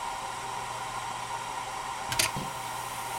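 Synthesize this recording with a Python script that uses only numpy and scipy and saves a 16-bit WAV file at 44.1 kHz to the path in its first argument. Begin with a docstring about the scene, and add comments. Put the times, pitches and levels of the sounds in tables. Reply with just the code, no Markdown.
"""A steady machine whir over low hum, then a pneumatic cylinder on a bench goes to work.
The solenoid knocks and buzzes; the valve clicks over and vents in two sharp puffs.
The piston breaks loose with a low judder, and air hisses louder as the rod slides out.
Air and whir are noise shaped by broad colours and narrow resonances; hum and buzz rest on a sine,
and struck metal is a set of damped sines."""
import sys
import numpy as np
from scipy import signal
from scipy.fft import rfft, irfft, next_fast_len
from scipy.io import wavfile
from scipy.ndimage import map_coordinates

SR = 44100
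rng = np.random.default_rng(int(sys.argv[2]) if len(sys.argv) > 2 else 0)


def log_audio(samples):
    """Write samples as a 16-bit WAV file to the path given in sys.argv[1]."""
    # one column per channel
    frames = np.atleast_2d(samples).T
    # limit to full scale, then quantise
    limited = np.clip(frames, -1, 1)
    pcm = np.round(limited * 32767).astype(np.int16)
    wavfile.write(sys.argv[1], SR, pcm)


N = 140238

# Vented puffs: [t/s, attack/s, hold/s, t60/s, rush level/dB, whistle level/dB, chuff level/dB, cavity level/dB]
PUFFS = [(2.190, 0.0088, 0.0017, 0.052, -20, -23.5, -31.5, -36),
         (2.2213, 0.0064, 0.018, .06, -26.5, -28, -43, -36)]
# Broad colour of the rushing air: [f/Hz, level/dB]
PUFF_COLOUR = [(700, -35), (1300, -13), (1900, -0.5), (2600, 4), (3300, -1), (4100, -7), (4700, -5),
               (5200, -3.5), (6500, -4), (7700, -7), (10800, -19), (12400, -19), (14000, -29), (16500, -45)]
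# Resonances of the exhaust port: [f/Hz, width/Hz, level/dB]
PORT_PEAKS = [(1800, 230, -8), (2780, 150, -2), (3560, 210, 0), (4150, 200, 1.5), (4700, 370, 0.5),
              (5900, 300, -9), (6440, 340, 0)]
# Hollow ring of the cavity behind the port: [f/Hz, width/Hz, level/dB]
CAVITY_PEAKS = [(2150, 240, -2), (2465, 130, 7), (2710, 110, -9)]
# High whistle in the escaping air: [f/Hz, width/Hz, level/dB]
WHISTLE_PEAKS = [(9250, 590, 0.5), (9800, 260, -6), (11580, 680, -7.5)]
# Low chuff under each puff: [f/Hz, width/Hz, level/dB]
CHUFF_PEAKS = [(105, 30, -8), (352, 120, -2), (650, 64, 6), (930, 800, -10.5)]
PORT_DB = -4.5  # against the rush
CAVITY_T60_S, CHUFF_T60_S = 0.16, 0.12
FLUTTER_DB = 2  # whistle flutter
CHIRP_S, CHIRP_HZ, CHIRP_WIDTH_HZ, CHIRP_DB, CHIRP_T60_S = 2.1903, 4600, 650, -29, 0.014
# bright spit at the height of the first puff
SPIT_S, SPIT_HZ, SPIT_WIDTH_HZ, SPIT_DB = 2.2, 11600, 3200, -33

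# Jolts of the piston: [t/s, level/dB]
JOLTS = [(2.365, -33.5), (2.4173, -35.5)]
# Damped modes of the bench: [f/Hz, level/dB, t60/s]
BENCH_MODES = [(144.4, -0.5, 0.38), (191, -2.5, 0.2), (266, -10, 0.2), (347, -11.5, 0.13), (500, -11, .13)]
# Broad colour of the judder: [f/Hz, level/dB]
JUDDER_COLOUR = [(30, -16), (90, -9), (145, -7), (190, 1), (280, -3), (500, -4), (800, -23), (2000, -26),
                 (4700, -16), (8000, -30), (16000, -70)]
# Hiss of the stroke through the throttle: [t/s, level/dB]
FLOW_LEVEL = [(2.3, -72), (2.6, -54), (2.8, -49), (3.0, -46), (3.17, -46.5)]
# Resonances of the throttle: [f/Hz, width/Hz, level/dB]
THROTTLE_PEAKS = [(1900, 900, -7), (2830, 800, -0.5), (4800, 700, -10), (6500, 1100, -6.5), (9240, 540, 3),
                  (10600, 1100, -7.5), (12500, 800, -4), (13600, 900, -11)]
# Broad colour of the constant leak: [f/Hz, level/dB]
LEAK_COLOUR = [(500, -32), (3000, -19), (7000, -5), (10500, -1), (12500, -6), (16000, -5), (17000, -28)]
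JUDDER_S, JUDDER_ATTACK_S, JUDDER_HOLD_S, JUDDER_T60_S, JUDDER_DB = 2.364, 0.002, 0.035, 0.4, -43
LEAK_S, LEAK_DB = 2.125, -53.5
AIR_RIPPLE_DB = 1.2

# Valve clicks: [t/s, level/dB, crack level/dB]
CLICKS = [(2.1205, -30, -28.5), (2.127, -37, -28)]
# Short snaps of the spool: [t/s, level/dB]
SNAPS = [(2.1985, -19), (2.2, -18), (2.202, -23), (2.2605, -29)]
# Broad colour of clicks and snaps: [f/Hz, level/dB]
CLICK_COLOUR = [(100, -18), (400, -21), (1000, -9), (2300, 0.5), (3100, -3.5), (4000, -5), (6500, -8),
                (9300, -13), (10400, -8), (12300, -21), (13800, -14), (16500, -30)]
# Damped modes of the valve body: [f/Hz, level/dB, t60/s]
VALVE_MODES = [(1598, 1.5, .09), (2470, -11, .08), (4000, -17, .09), (5350, -10, .07), (6438, -16, 0.087),
               (10050, -13, .06), (10330, -12, .07)]
CLICK_T60_S, CRACK_T60_S, SNAP_T60_S = 0.08, 0.0099, 0.0041
RING_DB = -4  # body ring against its click
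SEAT_S, SEAT_HZ, SEAT_DB, SEAT_T60_S = 2.2602, 2200, -23, 0.017

# Solenoid knocks: [t/s, level/dB]
KNOCKS = [(2.091, -37), (2.196, -35.5), (2.222, -37)]
# Damped modes of the solenoid's mount: [f/Hz, level/dB, t60/s]
MOUNT_MODES = [(110, -3, 0.18), (210, -3, 0.051)]
COIL_S, COIL_ATTACK_S, COIL_HOLD_S, COIL_T60_S = 2.105, 0.006, 0.03, 0.2
COIL_DB, COIL_RATTLE_DB = -37.5, -47
THUMP_S, THUMP_DB = 2.082, -49

# Narrow resonances of the drone: [f/Hz, width/Hz, level/dB]
DRONE_PEAKS = [(398, 48, -16.5), (530.3, 43.5, -15.5), (636.4, 28.4, -13.5), (768.4, 44.6, -9.5),
               (789, 49, -7.5), (867, 32, -7), (938.2, 24, -1), (978, 73, -7), (1039, 53, -7),
               (1170, 73, -20), (1377, 33, -14.5), (1431, 46, -15.5)]
# Slow drift of the drone: [t/s, level/dB]
DRONE_DRIFT = [(0, .5), (.9, 1.2), (1.5, 0), (2.0, 0.5), (2.55, -1), (2.901, 0.5), (3.18, 2)]
# Wavering hum: [t/s, level/dB]
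HUM_LEVEL = [(0, -59.5), (.6, -52.5), (1.4, -52.5), (1.55, -56), (2.05, -59), (2.6, -52), (3.18, -52.5)]
# Broad colour of the noise bed: [f/Hz, level/dB]
BED_COLOUR = [(15, -16), (35, 6), (60, -3.5), (100, -3.5), (170, -1), (280, -3), (700, -11.5), (1200, 0.5),
              (1400, -4.5), (1550, -19), (3000, -63)]
# Broad colour of the treble hiss: [f/Hz, level/dB]
TREBLE_COLOUR = [(900, -19), (1500, -1.5), (2000, 0), (3000, -4.5), (4000, -10), (4700, -10.5),
                 (5600, -8.5), (6400, -11), (8100, -10), (10500, -14.5), (12200, -22), (14200, -25.5),
                 (16500, -35)]
# Narrow resonances in the hiss: [f/Hz, width/Hz, level/dB]
HISS_PEAKS = [(1912, 200, -1), (2250, 71, 0.5), (2760, 160, -6.5), (3210, 50, 1.5), (3535, 27, -0.5),
              (3770, 29, 0.5), (3967, 113, -4), (4535, 130, -8), (5220, 95, -8.5), (5550, 100, -10.5),
              (5734, 135, -5), (6980, 250, -12.5), (7740, 250, -5.5), (8110, 100, -4), (8530, 120, -6.5),
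              (8900, 110, -8), (9080, 70, -7)]
HUM_HZ = 120  # also the pitch of the solenoid buzz
DRONE_DB, BED_DB, TREBLE_DB, HISS_PEAKS_DB = -37.5, -48.5, -44.5, -48
WHIR_RIPPLE_DB = 3
RIPPLE_HZ = 60.77  # spacing of the ripple knots

# Decay of the room: [f/Hz, t60/s]
ROOM_DECAY = [(200, 0.37), (2000, 0.15), (6000, 0.22), (14000, 0.034)]
ROOM_DB = -10.5
TOP_HZ = 16400


def exhaust():
    """The seal opens with a chirp; puffs rush through the port with whistle, chuff and hollow ring."""
    spit = envelope(SPIT_S, 0.0008, 0.0024, 0.011) * resonant([(SPIT_HZ, SPIT_WIDTH_HZ, 0)])
    chirp = envelope(CHIRP_S, 0.0034, 0.002, CHIRP_T60_S) * resonant([(CHIRP_HZ, CHIRP_WIDTH_HZ, 0)])
    out = amp(SPIT_DB) * spit + amp(CHIRP_DB) * chirp
    for s, attack, hold, t60, rush_db, whistle_db, chuff_db, cavity_db in PUFFS:
        air = amp(rush_db) * unit(rush(PUFF_COLOUR) + amp(PORT_DB) * resonant(PORT_PEAKS))
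        whistle = amp(whistle_db + FLUTTER_DB * wobble(220)) * resonant(WHISTLE_PEAKS)
        pressure = envelope(s, attack, hold, t60)
        # squared: the whistle fades sooner than the rush
        out += pressure * air + pressure ** 2 * whistle
        out += amp(chuff_db) * envelope(s, attack, hold, CHUFF_T60_S) * resonant(CHUFF_PEAKS)
        out += amp(cavity_db) * envelope(s, attack, hold, CAVITY_T60_S) * resonant(CAVITY_PEAKS)
    return out


def cylinder():
    """The piston breaks loose in jolts that ring the bench; the throttle's hiss swells with the stroke."""
    judder_env = envelope(JUDDER_S, JUDDER_ATTACK_S, JUDDER_HOLD_S, JUDDER_T60_S)
    judder = amp(JUDDER_DB) * judder_env * rush(JUDDER_COLOUR)
    jolts = sum(amp(db) * ringing(BENCH_MODES, s) for s, db in JOLTS)
    flow_db = over_time(FLOW_LEVEL) + 0.6 * wobble(28)
    leak = amp(LEAK_DB) * rush(LEAK_COLOUR)
    flow = amp(flow_db) * rippled(resonant(THROTTLE_PEAKS), AIR_RIPPLE_DB)
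    return judder + jolts + (leak + flow) * (clock() > LEAK_S)


def valve():
    """The armature strikes and bounces, ringing the body; the spool snaps across and seats with a tick."""
    seat_modes = [(SEAT_HZ, 0, SEAT_T60_S), (2600, -11, 0.04), (1400, -8, 0.012)]
    out = amp(SEAT_DB) * ringing(seat_modes, SEAT_S)
    for s, db, crack_db in CLICKS:
        click = amp(db) * envelope(s, 0.00032, 0, CLICK_T60_S)
        crack = amp(crack_db) * envelope(s, 0.00019, 0.00069, CRACK_T60_S)
        out += amp(db + RING_DB) * ringing(VALVE_MODES, s)
        out += (click + crack) * rush(CLICK_COLOUR)
    for s, db in SNAPS:
        out += amp(db) * envelope(s, 0.00024, 0.0002, SNAP_T60_S) * rush(CLICK_COLOUR)
    return out


def solenoid():
    """The coil knocks and buzzes at the hum's pitch as it pulls in, shaking the bench."""
    buzz = amp(COIL_DB) * tone(HUM_HZ) + amp(COIL_RATTLE_DB) * resonant([(220, 310, 0)])
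    buzz_env = envelope(COIL_S, COIL_ATTACK_S, COIL_HOLD_S, COIL_T60_S)
    shudder_env = envelope(THUMP_S, 0.006, 0.18, 0.22)
    shudder = amp(THUMP_DB) * shudder_env * resonant([(75, 73, 2), (250, 120, -14)])
    knocks = sum(amp(db) * ringing(MOUNT_MODES, s) for s, db in KNOCKS)
    return buzz_env * buzz + shudder + knocks


def whir():
    """Steady machinery: a resonant drone, a noise bed, hollow hiss and mains hum."""
    drone_db = DRONE_DB + over_time(DRONE_DRIFT) + 0.49 * wobble(12) + 0.91 * wobble(70)
    drone = amp(drone_db) * resonant(DRONE_PEAKS)
    hum = amp(over_time(HUM_LEVEL)) * tone(HUM_HZ)
    bed = amp(BED_DB) * rush(BED_COLOUR)
    hiss = amp(TREBLE_DB) * rippled(rush(TREBLE_COLOUR), WHIR_RIPPLE_DB)
    hiss += amp(HISS_PEAKS_DB) * resonant(HISS_PEAKS)
    return drone + hum + bed + amp(0.16 * wobble(8.0)) * hiss


def room(x):
    """A small room's tail: noise whose bands die at their own rates, the highest treble first."""
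    hz, t, z = signal.stft(rng.standard_normal(SR // 2), SR, nperseg=256)
    decay = np.exp(-np.log(1000) * t / along(ROOM_DECAY, hz)[:, None])
    tail = signal.istft(z * decay, SR, nperseg=256)[1]
    return signal.fftconvolve(x, tail / np.linalg.norm(tail))[:N]


def rippled(x, depth_db):
    """Dense fixed peaks and dips from nearby surfaces; rms 1."""
    knots = rng.standard_normal(2048)

    def ripple(hz):
        return amp(depth_db * map_coordinates(knots, [hz / RIPPLE_HZ], mode="mirror"))

    return unit(filtered(x, ripple))


def ringing(modes, start):
    """Damped modes set off together by one blow."""
    t = np.maximum(clock() - start, 0)
    sines = sum(amp(db - 60 * t / t60) * np.sin(2 * np.pi * hz * t) for hz, db, t60 in modes)
    return np.sqrt(2) * sines


def rush(colour):
    """Noise of rms 1 with a broad colour."""
    return unit(filtered(rng.standard_normal(N), lambda hz: amp(along(colour, hz))))


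def resonant(peaks):
    """Noise of rms 1 in steep-sided resonances, each 6 dB down at 0.6 widths either side."""
    def gain(hz):
        power = sum(amp(2 * db) / (1 + ((hz - c) / (0.6 * w)) ** 2) ** 2 for c, w, db in peaks)
        return np.sqrt(power)

    return unit(filtered(rng.standard_normal(N), gain))


def tone(hz):
    """A sine of rms 1 at a random phase."""
    return np.sqrt(2) * np.sin(2 * np.pi * (hz * clock() + rng.random()))


def envelope(start, attack, hold, t60):
    """Linear rise, hold, exponential fall by 60 dB in t60 seconds."""
    t = clock() - start
    fall = np.exp(-np.log(1000) * np.maximum(t - attack - hold, 0) / t60)
    return np.clip(t / attack, 0, 1) * fall


def wobble(rate):
    """A smooth random curve, rate knots a second."""
    return map_coordinates(rng.standard_normal(int(N * rate / SR) + 4), [clock() * rate])


def over_time(points):
    """(t/s, value) points joined by straight lines."""
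    return np.interp(clock(), *np.transpose(points))


def along(points, hz):
    """(f/Hz, value) points on a log frequency axis."""
    f, v = np.transpose(points)
    return np.interp(np.log(hz + 1), np.log(f + 1), v)


def filtered(x, response):
    """x times a response of frequency."""
    m = next_fast_len(N + 8192)
    return irfft(rfft(x, m) * response(np.fft.rfftfreq(m, 1 / SR)), m)[:N]


def amp(db):
    """Decibels to gain."""
    return 10 ** (np.asarray(db) / 20)


def unit(x):
    """Scale to rms 1."""
    return x / np.sqrt(np.mean(x ** 2) + 1e-20)


def clock():
    """Time of each sample in seconds."""
    return np.arange(N) / SR


def scene():
    """Valve and cylinder in the humming room; the valve and its puffs get the room's tail."""
    switching = valve() + exhaust()
    wet = amp(ROOM_DB) * room(switching)
    return (switching + wet + solenoid() + cylinder() + whir())[None]


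def record(dry):
    """Nothing is kept above the band limit."""
    return filtered(dry[0], lambda hz: hz < TOP_HZ)[None]


dry = scene()
out = record(dry)
log_audio(out)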